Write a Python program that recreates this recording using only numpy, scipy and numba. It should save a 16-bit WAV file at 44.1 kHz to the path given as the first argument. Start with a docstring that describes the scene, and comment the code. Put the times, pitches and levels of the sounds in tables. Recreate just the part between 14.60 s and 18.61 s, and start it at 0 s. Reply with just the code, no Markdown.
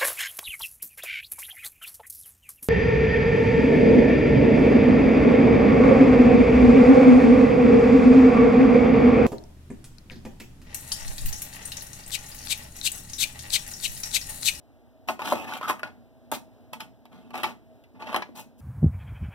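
"""A knife prises sausages loose in a throwaway aluminium foil pan, close by in a small kitchen.
The tip sticks and slips over the ribbed foil, making a rasp, and the thin sheet buckles with dull
pops and bright crinkles. Both make the pan ring, though the food soon damps it, and each push
makes it shudder. Once, the whole pan floor flips with a loud pop.
Behind it are a short room echo and the rush and hum of an appliance."""
import sys
import numpy as np
from scipy import signal
from scipy.fft import rfft, irfft
from scipy.io import wavfile
from scipy.ndimage import uniform_filter1d
from numba import njit

SR = 44100
rng = np.random.default_rng(int(sys.argv[2]) if len(sys.argv) > 2 else 0)


def wrap_up_sound(samples):
    """Save the sound to the file named by the first command line argument, as 16-bit audio."""
    columns = np.atleast_2d(samples).T
    # keep every value between -1 and 1, then stretch to whole-number steps
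    tamed = np.clip(columns, -1, 1)
    steps = np.round(tamed * 32767).astype(np.int16)
    wavfile.write(sys.argv[1], SR, steps)


N = 176708
TIME = np.arange(N) / SR

# the tone of the creased foil, whose many notes blur together: pitch_hz, level_db
FOIL_TONE = [(60, -22), (200, 15.5), (450, -0.5), (700, -1.5), (1200, -9), (1650, -4.5), (2500, 2.5),
             (3500, -8.5), (4300, -7), (6000, -13), (8200, -21.5), (10500, -16), (15500, -21.5)]
# each push of the knife: start_s, length_s, panel_pitch_hz, level_db, swell_db, treble_db, song_db
PUSHES = [ (0.474, 0.042, 850, -37.5, -6, -1.5, 2), (0.586, 0.063, 902, -42.5, 4.5, -13.5, -8),
          (0.645, 0.079, 802, -33, 1.5, -9, -14), (.74, .13, 620, -32, -7.5, -16.5, -7),
          (0.871, 0.1, 1037, -38.5, 2.5, -15, -10), (1.019, 0.066, 1240, -37.5, -7.5, -12.5, 9),
          (1.076, 0.041, 1180, -27, -9, -8, -0.5), (1.231, 0.042, 1110, -38, -3.5, -21, -10),
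          (1.718, 0.03, 910, -35.5, -0.5, -2, -3), (2.126, 0.037, 912, -44.5, -7, -9.5, 1),
          (2.196, 0.044, 850, -38, -10, -12, -5.5), (2.51, 0.26, 707, -50.5, -18.5, -18, -6),
          (2.731, 0.079, 824, -37, -0.5, -17.5, -16), (2.83, 0.086, 778, -28, -15.5, -16, -9),
          (3.344, 0.059, 900, -51.5, -14.5, -24, -2), (3.392, 0.051, 856, -41.5, -2, -21.5, -8),
          (3.456, 0.079, 1020, -40.5, 4, -21.5, -17), (3.543, 0.074, 860, -22.5, -21.5, -30, -23),
          (3.746, 0.056, 890, -51, 7.5, -0.5, -1.5), (3.975, 0.069, 628, -76.5, -1, 15, -7)]


def undb(db):
    """Turn decibels into a number to multiply by."""
    return 10 ** (np.asarray(db) / 20)


def unit(x):
    """Scale a sound to an average strength (rms) of 1."""
    return x / np.sqrt(np.mean(x ** 2))


def fade(t, t60):
    """A dying away that is 60 dB down after t60 seconds."""
    return np.exp(-np.log(1000) * t / t60)


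def wander(turns_per_s):
    """A slow random drift, about 1 to either side of zero."""
    points = rng.standard_normal(2048)
    return 1.2 * np.interp(TIME * turns_per_s, np.arange(len(points)), points)


def colour(x, points):
    """Shape the tone along a curve of (pitch_hz, level_db) points."""
    hz, db = np.transpose(points)
    f = np.maximum(np.fft.rfftfreq(len(x), 1 / SR), 1)
    return irfft(rfft(x) * undb(np.interp(np.log(f), np.log(hz), db)), len(x))


def split(x):
    """Split a sound into body (low), crack (middle) and fizz (high)."""
    # the edges of the three ranges: low_hz, high_hz
    bands = [(70, 1700), (1700, 7000), (7000, 18000)]
    return [signal.sosfilt(signal.butter(4, band, "bandpass", fs=SR, output="sos"), x) for band in bands]


@njit
def resonate(x, hz, q):
    """Let through what lies near a pitch given for every sample; a higher q is narrower."""
    y, band_state, low_state = np.empty(len(x)), 0., 0.
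    for i in range(len(x)):
        step = np.tan(np.pi * hz[i] / SR)
        band = (band_state + step * (x[i] - low_state)) / (1 + step * (step + 1 / q))
        band_state = 2 * band - band_state
        low_state += 2 * step * band
        y[i] = band / q
    return y


def focus(x, hz, q):
    """Keep what lies near a steady or moving pitch, at strength 1."""
    return unit(resonate(x, hz * np.ones(len(x)), float(q)))


def note(t, hz, t60):
    """One vibration left to die away, at strength 1."""
    return unit(np.cos(2 * np.pi * hz * t) * fade(t, t60) * (1 - np.exp(-2 * hz * t)))


def appliance():
    """An airy rush makes the casing ring, over a slightly wavering motor hum."""
    # the tone of the rush: pitch_hz, level_db
    rush_tone = [(25, -20), (42, -12.5), (60, -15), (95, 2.5), (145, -8.5), (200, -16), (260, -2),
                 (340, -10), (540, -12.5), (700, -8), (1100, -24), (3300, -31), (8000, -43.5), (15500, -39)]
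    # how loud the rush is over time: time_s, level_db
    rush_levels = [(0, -57.5), (.45, -58), (1.4, -55.5), (2.3, -58), (3.1, -58), (4, -57)]
    # the notes of the casing: pitch_hz, width_hz, level_db
    casing_notes = [(239.5, 3.3, -60), (642, 3.2, -64.5)]
    # the notes of the motor: pitch_hz, level_db
    hum_notes = [(58.3, -67), (118.5, -67.5)]
    swell = undb(np.interp(TIME, *np.transpose(rush_levels)) + .8 * wander(6))
    out = unit(colour(rng.standard_normal(N), rush_tone)) * swell
    for hz, width, db in casing_notes:
        out += undb(db) * unit(swell * focus(rng.standard_normal(N), hz, q=hz / width))
    for hz, db in hum_notes:
        phase = 2 * np.pi * np.cumsum(hz * (1 + 0.0055 * wander(12))) / SR
        out += np.sqrt(2) * undb(db + 2 * wander(7)) * np.sin(phase)
    return out


def kitchen_echo(x, wet_db, t60s=(0.26, 0.27, 0.23), build_s=0.003):
    """Sound bounces off the hob and the near walls; the highs die first."""
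    t = np.arange(SR // 2) / SR
    parts = split(rng.standard_normal(len(t)))
    tail = sum(part * fade(t, t60) for part, t60 in zip(parts, t60s))
    tail *= 1 - np.exp(-(t / build_s) ** 2)
    return undb(wet_db) * signal.fftconvolve(x, tail / np.linalg.norm(tail))[:N]


def pan_wall_echo(x):
    """Quick echoes off the pan's ribbed sides waver as the point of contact moves."""
    t = np.arange(SR // 25) / SR
    echoes = rng.standard_normal(len(t)) * fade(t, t60=.035)
    bright = colour(x, [(120, -19), (300, -42), (700, -26.5), (1200, -23.5), (2500, -3.5), (8000, -6.5)])
    return signal.fftconvolve(bright * wander(20), echoes / np.linalg.norm(echoes))[:N]


def pressure(start, length, swell_db, grip_s=0.014, release_t60=0.12):
    """One push: the tip bites, bears down or eases off, then comes to rest."""
    t = TIME - start
    held = undb(swell_db * np.clip(t / length, 0, 1))
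    return np.clip(t / grip_s, 0, 1) * held * fade(np.maximum(t - length, 0), release_t60)


def pan_shudder(level_db=-40, effort_power=0.2):
    """Every push rocks the whole pan; this low rumble grows only slowly with the force."""
    # the tone of the full pan rocking on the hob: pitch_hz, level_db
    rumble_tone = [(40, -48), (115, -2), (160, -8), (240, 5), (300, -18.5), (450, -13), (900, -48),
                   (3000, -83)]
    effort = sum(pressure(start, length, swell_db) * undb(db)
                 for start, length, _, db, swell_db, *_ in PUSHES)
    return undb(level_db) * effort ** effort_power * unit(colour(rng.standard_normal(N), rumble_tone))


def pan_ring(sheet_t60, sheet_db=0.5, scatter_db=5.94):
    """The pan rings after one click; each spot that is touched gives a new mix of its notes."""
    # the notes of the full pan (wider ones die sooner): pitch_hz, width_hz, level_db
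    pan_notes = [(242.7, 73, 5.5), (364.5, 45, 0), (618, 140, -7), (614.3, 54, 5), (758, 50, 1),
                 (734, 8.6, -21.5), (880, 18, 2.5), (1120, 11, -5), (1170, 81, 0.5), (1311, 47, -3.5),
                 (1455, 15, -0.5), (1840, 64.7, -14), (2550, 78, -12.5), (2576, 19, -4), (3015, 35, -21),
                 (3284, 22, -6), (4030, 15, -18.5)]
    t = np.arange(SR // 7) / SR
    hz, width, db = np.transpose(pan_notes)[:, :, None]
    weight = rng.choice([-1, 1], hz.shape) * undb(db + scatter_db * rng.standard_normal(hz.shape))
    notes = np.sum(weight * width * np.sin(2 * np.pi * hz * t) * np.exp(-np.pi * width * t), axis=0)
    sheet = colour(rng.standard_normal(len(t)), FOIL_TONE) * fade(t, sheet_t60)
    return unit(notes) + undb(sheet_db) * unit(sheet)


def floor_pop(width_cycles=0.8):
    """The whole floor of the pan gives way in one big swing."""
    # the flip of the floor: time_s, pitch_hz, peak_db
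    flip = (.7233, 900, -6)
    time_s, pitch_hz, peak_db = flip
    cycles = (TIME - time_s) * pitch_hz
    swing = np.sin(2 * np.pi * cycles) * np.exp(-(cycles / width_cycles) ** 2)
    return undb(peak_db) * swing / np.max(swing)


def foil_snaps(tick_db=-3, ping_db=-4, overtone_ratio=1.7, overtone_db=-5):
    """A patch of foil flips over: a tick, the patch's own note and ping, and the ring of the pan."""
    # each buckle of the foil or knock of the blade:
    # start_s, panel_pitch_hz, ping_pitch_hz, body_db, crack_db, fizz_db
    snaps = [ (0.4863, 754, 2666, -24.5, -25.5, -54), (0.491, 1074, 2760, -24.5, -56, -67),
             (0.4988, 655, 2300, -26, -39, -46), (0.5925, 1013, 1850, -31, -41.5, -53),
             (0.6184, 890, 2190, -29, -35, -47.5), (0.674, 975, 1810, -28, -34, -55),
             (0.7224, 590, 1720, -17.5, -34, -56), (0.725, 514, 2290, -22.5, -39, -35),
             (0.7341, 638, 1990, -25, -39, -45), (0.922, 1460, 2350, -32.5, -43, -63),
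             (0.936, 880, 2280, -41.5, -34, -45.5), (0.975, 1190, 2370, -50, -46, -47),
             (1.0117, 1030, 1780, -31.5, -41.5, -54), (1.0932, 987, 1860, -28, -36, -41),
             (1.0968, 1050, 1684, -22, -27.5, -33), (1.107, 995, 2175, -26, -33, -39),
             (1.1935, 1200, 1740, -40.5, -46.5, -52.5), (1.232, 1422, 2600, -27, -32.5, -49),
             (1.7161, 910, 3520, -30.5, -35.5, -31), (1.7226, 883, 3670, -21, -45, -46),
             (1.725, 590, 3570, -31, -55, -56), (2.132, 992, 1950, -35.5, -37.5, -41),
             (2.204, 1260, 3053, -41, -33, -44), (2.454, 896, 2280, -48, -55.5, -62.5),
             (2.706, 1162, 2670, -46, -55, -63), (2.7419, 858, 2480, -31.5, -43, -69),
             (2.755, 735, 2320, -29, -40, -49), (2.777, 829, 2210, -35, -39, -44),
             (2.8, 844, 2220, -38, -42, -54), (2.8331, 808, 1928, -28, -26.5, -35),
             (2.841, 869, 2227, -23.5, -29.5, -46), (3.238, 717, 2005, -70, -57, -69),
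             (3.422, 880, 2514, -38, -41.5, -65), (3.47, 830, 1910, -39.5, -41, -63),
             (3.493, 815, 1830, -36.5, -44, -71), (3.529, 1143, 2430, -32, -40, -49),
             (3.5435, 1067, 2440, -21, -28, -41.5), (3.562, 788, 1854, -23, -25.5, -34),
             (3.6215, 980, 1696, -32.5, -33.5, -55), (3.691, 260, 1980, -37.5, -67, -78)]
    out = np.zeros(N + SR)
    attack = SR // 125  # the first 8 ms set each part's level
    for start_s, panel_hz, ping_hz, *levels_db in snaps:
        ring = pan_ring(sheet_t60=0.064)
        t = np.arange(len(ring)) / SR
        tick = unit(colour(rng.standard_normal(len(t)), FOIL_TONE) * fade(t, t60=0.023))
        body, crack, fizz = split(ring + undb(tick_db) * tick)
        # the patch stirs most the pan notes near its own
        body = focus(body, panel_hz, q=0.98) + note(t, panel_hz, t60=0.053)
        # a small tight patch pings like a drum skin, with one out-of-tune overtone
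        ping = note(t, ping_hz, t60=0.055)
        ping += undb(overtone_db) * note(t, overtone_ratio * ping_hz, t60=0.055)
        crack = focus(crack, ping_hz, q=0.42) + undb(ping_db) * ping
        # the food damps the highest notes first
        fizz = focus(fizz, hz=13000, q=0.47) * fade(t, t60=.12)
        start = int(start_s * SR)
        for part, db in zip((body, crack, fizz), levels_db):
            out[start:start + len(t)] += undb(db) * part / np.std(part[:attack])
    return out[:N]


def knife_scrape(slips_per_s=1700, spots=5, scatter_db=0.5, grit_db=-9, wander_db=3,
                 rasp_base_hz=4600, treble_db_per_octave=20, crack_share=0.42):
    """The tip sticks and slips; each tiny slip rings the pan while the point of contact wanders."""
    ringing = 0
    for _ in range(spots):
        slip_here = rng.random(N) < slips_per_s / spots / SR
        slips = slip_here * undb(scatter_db * np.clip(rng.standard_normal(N), -2, 2))
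        force = (unit(slips) + undb(grit_db) * rng.standard_normal(N)) * undb(wander_db * wander(18))
        ringing = ringing + signal.fftconvolve(force, pan_ring(sheet_t60=0.024))[:N]
    # each push has its own pitches: one for the foil panel under the tip, one for the rasp
    starts, lengths, pitches, _, _, trebles, _ = np.transpose(PUSHES)
    middles = starts + lengths / 2
    panel_hz = np.interp(TIME, middles, pitches)
    rasp_hz = np.interp(TIME, middles, rasp_base_hz * 2 ** (trebles / treble_db_per_octave))
    body, crack, fizz = split(ringing)
    body = focus(body, panel_hz, q=0.58)
    song = focus(focus(force, panel_hz, q=9.8), panel_hz, q=0.58)
    crack = focus(crack, rasp_hz, q=0.51)
    # even out the strength over 25 ms, so that the hand's pressure sets it
    body, song, crack, fizz = (part / np.sqrt(uniform_filter1d(part ** 2, SR // 40) + 1e-12)
                               for part in (body, song, crack, fizz))
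    out = 0
    for start, length, _, db, swell_db, treble_db, song_db in PUSHES:
        # bare foil rasps brightly, greasy foil dully; a panel sings when no food lies on it
        rasp = body + undb(song_db) * song + undb(crack_share * treble_db) * crack + undb(treble_db) * fizz
        out = out + undb(db) * pressure(start, length, swell_db) * rasp
    return out


def two_ports(x, treble_lag_s=.000448):
    """Two microphone openings of opposite polarity, about half a ms apart: the right side is a copy shifted
    differently at each pitch; treble leans left."""
    # how far the left wave runs ahead of the right: pitch_hz, lead_radians
    left_lead = [(20, 2.8), (110, 2.45), (240, 1.85), (330, 1.15), (480, .4), (1100, .1), (1550, .5),
                 (1800, 2.1), (2200, 3.14), (2600, 3.9), (3000, 5.6), (3700, 6.8), (4400, 9.3)]
    f = np.fft.rfftfreq(N, 1 / SR)
    hz, radians = np.transpose(left_lead)
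    lead = np.interp(f, hz, radians) + 2 * np.pi * treble_lag_s * np.maximum(f - hz[-1], 0)
    lean = undb(np.interp(f, [60, 300, 2000, 8000], [-1.7, .4, .2, 2.6]) / 2)
    spectrum = rfft(x)
    return np.array([irfft(spectrum * lean, N), irfft(spectrum / lean * np.exp(-1j * lead), N)])


def scene():
    """Pan, room and appliance in stereo; each side also gets some echoes of its own."""
    # thin foil gives off little upper bass; both curves are pitch_hz, level_db
    pan_tone = [(80, 8), (180, -14), (260, -4), (450, -4.5), (1100, -0.5), (1900, -1.0), (3000, -2.5)]
    echo_tone = [(120, 2.5), (300, 11.5), (700, -2), (2500, -10.5), (8000, -2.5)]
    pan = colour(foil_snaps() + knife_scrape(), pan_tone) + floor_pop()
    shared = two_ports(pan + kitchen_echo(pan, wet_db=-16.5) + pan_shudder() + appliance())
    into_room = colour(pan, echo_tone)
    side_echoes = [pan_wall_echo(pan) + kitchen_echo(into_room, wet_db=-12) for _ in range(2)]
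    return shared + np.array(side_echoes)


def record(dry, top_hz=15700):
    """Cut away the very highest treble."""
    return signal.sosfilt(signal.ellip(8, .2, 70, top_hz, fs=SR, output="sos"), dry)


dry = scene()
out = record(dry)
wrap_up_sound(out)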